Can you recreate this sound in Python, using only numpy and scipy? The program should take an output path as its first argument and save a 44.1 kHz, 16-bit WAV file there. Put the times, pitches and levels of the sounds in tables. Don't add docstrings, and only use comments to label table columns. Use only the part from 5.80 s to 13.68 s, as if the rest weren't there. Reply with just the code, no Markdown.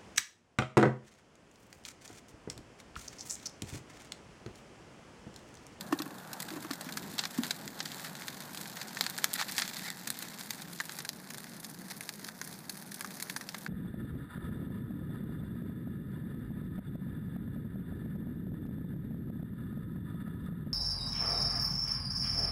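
import sys
import numpy as np
from scipy import signal
from scipy.fft import rfft, irfft, next_fast_len
from scipy.io import wavfile
from scipy.ndimage import map_coordinates

SR = 44100
rng = np.random.default_rng(int(sys.argv[2]) if len(sys.argv) > 2 else 0)


def transcribe(signal):
    frames = np.atleast_2d(signal).T
    limited = np.clip(frames, -1, 1)
    pcm = np.round(limited * 32767).astype(np.int16)
    wavfile.write(sys.argv[1], SR, pcm)


N = 347508

# f/Hz, relative level/dB
ROAR_TONE = [(20, -26), (45, -25), (80, -18), (110, -11), (145, -1), (185, 3), (240, -2.5), (330, -7.5),
             (420, -12), (700, -24), (1500, -56)]
RUSH_TONE = [(200, -36), (450, 0.5), (620, 3.5), (830, 5), (1200, -0.5), (1650, 1.5), (2100, -12),
             (2900, -14.5), (5000, -17.5)]
STEAM_TONE = [(1200, -17), (1800, 3.5), (2400, 0.5), (2950, -1), (3900, 5.5), (4700, 2), (5600, -2.5),
              (7500, 3.5), (9700, -7.5), (11500, 0), (15000, 1.5)]
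WOOD_TONE = [(40, -30), (150, -16.5), (450, -16.5), (820, -4), (1200, -5), (1750, 2.5), (2200, -1.5),
             (2950, -6), (3500, -0.5), (4300, 1.5), (5600, -5), (7500, -4), (9800, -12), (11500, -10.5),
             (15000, -12.5)]
# t/s, relative level/dB
AIR_DRAWN_IN = [(0.0, -53.5), (0.48, -52), (0.83, -52), (1.88, -55), (2.04, -53), (4.1, -56), (4.41, -57.5),
                (6.74, -60.5), (7.88, -57.5)]
# t/s, relative level/dB
BURN_PACE = [(0.0, -62.5), (0.55, -61.5), (0.72, -54), (1.05, -54), (1.19, -56), (1.58, -50.5),
             (1.73, -55.5), (1.97, -53), (2.13, -50.5), (2.63, -53), (3.45, -49), (3.56, -50), (3.68, -47),
             (3.95, -48.5), (4.13, -52), (4.83, -52.5), (5.13, -50), (5.29, -59), (5.73, -54.5),
             (5.93, -56), (6.58, -54.5), (6.96, -55), (7.46, -52), (7.88, -56)]
# t/s, level/dB, hollowness, treble boost/dB, scatter against the spike/dB
WOOD_POPS = [(0.0099, -13, -7, 2, 0), (0.189, -12.5, -12, -3, 11), (0.2207, -11.5, 3, 1, -2),
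             (0.532, -12.5, -8, 6, 1), (0.6018, -11.5, -2.5, 3, 15), (0.6225, -14, -11, 7, 1),
             (0.628, -14, 1, 10, -4), (0.6863, -17, 13, -5, 6), (0.705, -18, 6, -2, 0),
             (0.9114, -10.5, -3.5, 1, 0), (0.934, -13.5, -4, 4, 3), (1.0105, -13.5, -4, 7, 1),
             (1.0897, -15, 7, -2, 13), (1.124, -14, -12, 4, 2), (1.172, -7, 2.5, 1.5, 8),
             (1.3817, -10, -2, 3, 10), (1.391, -1.5, -6.5, -14, 6), (1.4378, -10, 3, -10, 5),
             (1.454, -8, 5, -4, 3), (1.635, -8, 4.5, -4, -5), (1.667, -15.5, -3, 7, -6),
             (1.7078, -2, -3.5, -2, 7), (1.8781, -14.5, -1, -2, -4), (2.0039, -7, -2.5, -15, 3),
             (2.0579, -11.5, 1, -9, 1), (2.118, -17.5, -2, -21, -4), (2.2459, -13.5, 2, 5, 14),
             (2.353, -18.5, -2, -1, -4), (2.421, -18.5, 10, -14, -6), (2.4822, -9.5, 0.5, 1, 3),
             (2.7473, -14.5, 0, 7, 2), (2.7744, -14.5, -4, -5, -2), (2.8117, -14, -4, 6, 9),
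             (2.857, -18.5, 3, -6, 6), (2.969, -14.5, -2, -6, 3), (3.0144, -11.5, -3, -11, 8),
             (3.1701, -9.5, 4, -10, 6), (3.2102, 0.5, -3, -1.5, -7), (3.2402, -12, -7, -1, -4),
             (3.2651, -5.5, 2.5, -6, -3), (3.299, -11, -14, 12, -6), (3.379, -10, 0, 7, 2),
             (3.386, -9, 11, 4, -7), (3.4433, 3.5, -2.5, 4, -6.5), (3.5338, -9, -17, 11, -11),
             (3.5392, -3.5, -17, 13, -11), (3.5959, -9.5, 8, -15, 6), (3.6137, -6, 15, -13, -16),
             (3.6237, -10.5, 3, -6, 5), (3.722, -13, -14, 8, -15), (3.7814, -1.5, -1.5, -2, 3),
             (3.7905, -6.5, 1, -2, -8), (3.7986, -8, -6, -5, -3), (3.8207, -3.5, 0.5, -11, -1),
             (3.8786, -12.5, -5, 2, -2), (3.9681, -13.5, -7, -8, 1), (4.1032, -11, -4, 0, -12),
             (4.2743, -7.5, 2, 4.5, 7), (4.3035, -3.5, -3, 8, -10), (4.39, -13, -21, 14, -11),
             (4.4241, -11.5, 0.5, 7, 10), (4.611, -17, -7, -4, -5), (4.707, -6.5, -2.5, 3, 0.5),
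             (4.8185, -16.5, -3, 3, 12), (5.001, -4, 13, -3, 27), (5.095, -13, 1, -3, -1),
             (5.188, -11.5, 4, 5, 8), (5.204, -15.5, -1, -8, 2), (5.2499, -12.5, 6, 1, 8),
             (5.2916, -6.5, -13, -3, -10), (5.505, -15.5, 3.5, 0, 6), (5.545, -17.5, 2, -2, 3),
             (5.5829, -16, -1, 1, -4), (5.6428, -19, 8, 3, 1), (5.8459, -14.5, -10, 0, 2),
             (6.1008, -21, -6, -6, 9), (6.1126, -18, 1, -1, 4), (6.2087, -13, 3.5, 6, 2),
             (6.2919, -9, -2.5, -0.5, -3), (6.447, -15.5, -10, -4, -12), (6.488, -14.5, 4, -18, -4),
             (6.615, -10.5, 5.5, -3, 1), (6.6752, -18, 2, 11, 3), (6.8948, -9, -5, 3.5, 18),
             (7.118, -17, 2, 1, 22), (7.1435, -15, -9, 7, -1), (7.209, -10, 5.5, 0, -2),
             (7.246, -12, 14, -3, 7), (7.401, -15, -1, 5, 0), (7.4258, -7, -5, 9, -2),
             (7.4987, -9, 4.5, -1, 5), (7.5632, -7.5, 8, -4, 10), (7.611, -15, 4, 0, 5),
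             (7.69, -12.5, -2, -6, -3.5), (7.7444, -11.5, 9, -8, 25), (7.8641, -11, 15, -14, 5)]
# f/Hz, t60/s (t60 is the time a sound takes to fade by 60 dB)
TREE_ECHO = [(200, 0.22), (2000, 0.25), (12000, 0.18)]
# t/s, thud level/dB, f/Hz, rattle boost/dB
HOUSING_BUMPS = [(0.108, -39, 304, -1), (0.1253, -19.5, 303.3, 8.5), (0.14, -28, 304, -5),
                 (0.199, -30, 306, 9.5), (0.261, -35.5, 278, 8), (0.306, -43, 306, 15),
                 (0.713, -37, 320, -10), (0.732, -37, 327, 2), (0.76, -34, 300, 8), (0.771, -38, 306, 9),
                 (0.847, -36.5, 316, 12), (0.906, -31, 277, 9), (1.064, -37.5, 258, -12),
                 (1.334, -41, 250, -8), (1.5843, -20, 242.4, -8), (1.607, -31, 251, -22)]
# f/Hz, relative level/dB, t60/s
HOUSING_NOTES = [(710, -21.5, 0.037), (1096, -13, 0.035), (1366, -18.5, 0.032), (1763, -20, 0.053),
                 (2670, -26, 0.031)]
# t/s, length/s, level/dB
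TUFT_FLARES = [(1.637, 0.026, -41), (2.244, 0.036, -45), (3.227, 0.095, -55), (3.551, 0.017, -37.5),
               (3.571, 0.07, -37), (3.68, .022, -40), (3.79, 0.052, -42), (4.047, 0.05, -41),
               (6.102, 0.024, -41.5)]
# t/s, share from 0 to 1
CAMERA_TILT = [(0, 0), (4.3, 0.11), (5.2, 0.5), (5.9, 0.82), (7.5, 1), (7.88, 0.1)]
# f/Hz, gain/dB
UPWARD_TONE = [(1200, -0.5), (2100, 0), (3000, -5), (4000, -3.5), (5000, 0.5), (6300, 2), (7600, -5.5),
               (8700, 3), (10600, 5), (11900, 3), (12700, -0.5), (13700, -3), (15000, 2)]

TOP_HZ = 15300
CALM_DB = -55


def amp(db):
    return 10 ** (np.asarray(db) / 20)


def unit(x):
    return x / np.sqrt(np.mean(x ** 2) + 1e-20)


def along(points, hz):
    f, values = np.transpose(points)
    return np.interp(np.log(hz + 1), np.log(f + 1), values)


def curve(points):
    times, values = np.transpose(points)
    return np.interp(np.arange(N) / SR, times, values)


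def wobble(rate):
    return map_coordinates(rng.standard_normal(int(N * rate / SR) + 4), [np.arange(N) * rate / SR])


def filtered(x, gain_at):
    size = next_fast_len(N + SR // 4)
    return irfft(rfft(x, size) * gain_at(np.fft.rfftfreq(size, 1 / SR)), size)[:N]


def noise(tone):
    return unit(filtered(rng.standard_normal(N), lambda hz: amp(along(tone, hz))))


def causal(gain):
    cepstrum = irfft(np.log(gain + 1e-6))
    half = len(cepstrum) // 2
    return np.exp(rfft(np.r_[cepstrum[0], 2 * cepstrum[1:half], np.zeros(half)]))


def add(track, s, sound):
    start = int(np.clip(round(s * SR), 0, N))
    track[start:start + len(sound)] += sound[:N - start]


def flame(roar_db=-50.5, fall_db_per_s=0.17, rush_boost_db=1.5):
    easing_db = roar_db - fall_db_per_s * np.arange(N) / SR
    roar = amp(easing_db + 0.8 * wobble(4.01) + 1.42 * wobble(14)) * noise(ROAR_TONE)
    rush = amp(curve(AIR_DRAWN_IN) + rush_boost_db + 1.4 * wobble(20)) * noise(RUSH_TONE)
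    return roar + rush


def crack(hollow, bright_db, scatter_db, uneven_db=2.0, tear_t60=0.0033, scatter_t60=0.028, size=2048):
    t, hz = np.arange(size) / SR, np.fft.rfftfreq(size, 1 / SR)
    spike = t == 0
    fibres = rng.standard_normal(size) * amp(-60 * t / tear_t60)
    scatter = rng.standard_normal(size) * amp(-60 * t / scatter_t60) * (1 - np.exp(-t / 0.00085))
    tear = amp(0.85 * hollow) * fibres / np.linalg.norm(fibres)
    burst = spike + tear + amp(scatter_db) * scatter / np.linalg.norm(scatter)
    twig_db = uneven_db * np.interp(hz, np.geomspace(500, TOP_HZ, 24), rng.standard_normal(24))
    pocket_hz, half_width_hz = 1760 * rng.normal(1, 0.06), 380
    pocket_db = 0.21 * hollow / (1 + ((hz - pocket_hz) / half_width_hz) ** 2)
    balance = [(500, 0.37 * hollow), (1500, 0.8 * hollow), (3300, 0), (6000, 0), (10000, bright_db)]
    tone_db = along(WOOD_TONE, hz) + along(balance, hz) + twig_db + pocket_db
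    sound = irfft(rfft(burst) * causal(amp(tone_db)))
    return sound / np.linalg.norm(sound)


def crackling(rate, spread_db, hollow, bright_db, scatter_db, kinds=24):
    twigs = [crack(hollow + 4 * body, bright_db + 4 * edge, scatter_db + 3 * depth)
             for body, edge, depth in rng.standard_normal((kinds, 3))]
    chance, strength, kind = rng.random((3, N))
    out = np.zeros(N)
    for hit in np.flatnonzero(chance < rate / SR):
        add(out, hit / SR, amp(spread_db * strength[hit] ** 2) * twigs[int(kind[hit] * kinds)])
    return unit(out)


def needles(surge, fizz_db=-57.5, tick_db=-55.5, steam_db=-59.5):
    fizz = crackling(480 * amp(3.5 * wobble(25)), spread_db=18, hollow=4, bright_db=-1.5, scatter_db=3.5)
    ticks = crackling(120 * amp(3 * wobble(12)), spread_db=14, hollow=-7, bright_db=5, scatter_db=-3)
    steam = amp(1.2 * wobble(60) + 1.2 * wobble(9)) * noise(STEAM_TONE)
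    return (amp(fizz_db + 1.35 * surge) * fizz
            + amp(tick_db + 0.82 * surge) * ticks
            + amp(steam_db + 0.86 * surge) * steam)


def snaps(surge, level_db=-57):
    twigs = crackling(rate=20, spread_db=7.5, hollow=-3, bright_db=7, scatter_db=0)
    return amp(level_db + 0.52 * surge) * twigs


def pops(lead_s=0.00085, lead_db=-16, longest_wait_s=0.012, after_db=(-19, -22)):
    out = np.zeros(N)
    for s, db, hollow, bright_db, scatter_db in WOOD_POPS:
        early_s = s - lead_s * (0.5 + rng.random())
        add(out, early_s, amp(db + lead_db) * crack(hollow, bright_db - 8, scatter_db))
        add(out, s, amp(db) * crack(hollow, bright_db, scatter_db, uneven_db=1.8))
        waits = np.cumsum(longest_wait_s * rng.random(len(after_db)))
        for wait, drop_db in zip(waits, after_db):
            add(out, s + wait, amp(db + drop_db) * crack(hollow, bright_db, scatter_db=6.5))
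    return out


def trees(x, echo_db=-20):
    hz, t, bands = signal.stft(rng.standard_normal(SR // 2), SR, nperseg=256)
    fade = amp(-60 * t / along(TREE_ECHO, hz)[:, None])
    tail = signal.istft(bands * fade, SR, nperseg=256)[1]
    return amp(echo_db) * signal.fftconvolve(x, tail / np.linalg.norm(tail))[:N]


def bumps(t60=0.052, linger_db=-20, linger_t60=0.24, scuff_db=-24, rise_s=0.0036, rattle_rise_s=0.00032):
    out, t = np.zeros(N), np.arange(SR // 6) / SR
    fade = amp(-60 * t / t60) + amp(linger_db - 60 * t / linger_t60)
    chatter_times = t[::SR // 500]
    for s, db, hz, rattle_db in HOUSING_BUMPS:
        thud = np.sin(2 * np.pi * hz * t) * fade * (1 - np.exp(-(t / rise_s) ** 2))
        ring = np.zeros(len(t))
        for note_hz, note_db, note_t60 in HOUSING_NOTES:
            strength = amp(note_db + rng.normal(0, 0.67) - 60 * t / note_t60)
            ring += strength * np.sin(2 * np.pi * (note_hz * rng.normal(1, 0.021) * t + rng.random()))
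        ring *= 1 + 0.45 * np.interp(t, chatter_times, rng.standard_normal(len(chatter_times)))
        dull_noise = signal.lfilter([1], [1, -0.6], rng.standard_normal(len(t)))
        scuff = dull_noise * amp(scuff_db - 60 * t / t60)
        rattle = amp(rattle_db) * (ring + scuff) * (1 - np.exp(-t / rattle_rise_s))
        add(out, s, amp(db) * (thud / np.abs(thud).max() + rattle))
    return signal.sosfilt(signal.butter(2, 140, "high", fs=SR, output="sos"), out)


def flares():
    swell = np.zeros(N)
    for s, length, db in TUFT_FLARES:
        add(swell, s, amp(db) * signal.windows.tukey(int(length * SR)))
    return swell * crackling(rate=1700, spread_db=11, hollow=5.5, bright_db=-1, scatter_db=-3, kinds=6)


def sap(peak_s=4.082, peak_db=-44.5, peak_hz=2070, sag_hz=240.2, rise_db_per_s=228, fall_db_per_s=262):
    t = np.arange(N) / SR - peak_s
    pressure = amp(np.minimum(rise_db_per_s * t, -fall_db_per_s * t))
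    phase = 2 * np.pi * np.cumsum(peak_hz - sag_hz * (1 - pressure)) / SR
    whistle = unit(wobble(420) * np.sin(phase) + wobble(420) * np.cos(phase))
    return amp(peak_db) * pressure * whistle


def scene():
    surge = curve(BURN_PACE) - CALM_DB
    wood = pops() + snaps(surge) + flares() + sap()
    return (flame() + needles(surge) + wood + trees(wood) + bumps())[None]


def record(dry):
    tilt = curve(CAMERA_TILT)
    pointing_up = filtered(dry[0], lambda hz: amp(along(UPWARD_TONE, hz)))
    heard = (1 - tilt) * dry[0] + tilt * pointing_up
    return filtered(heard, lambda hz: 1 / (1 + (hz / TOP_HZ) ** 160))[None]


dry = scene()
out = record(dry)
transcribe(out)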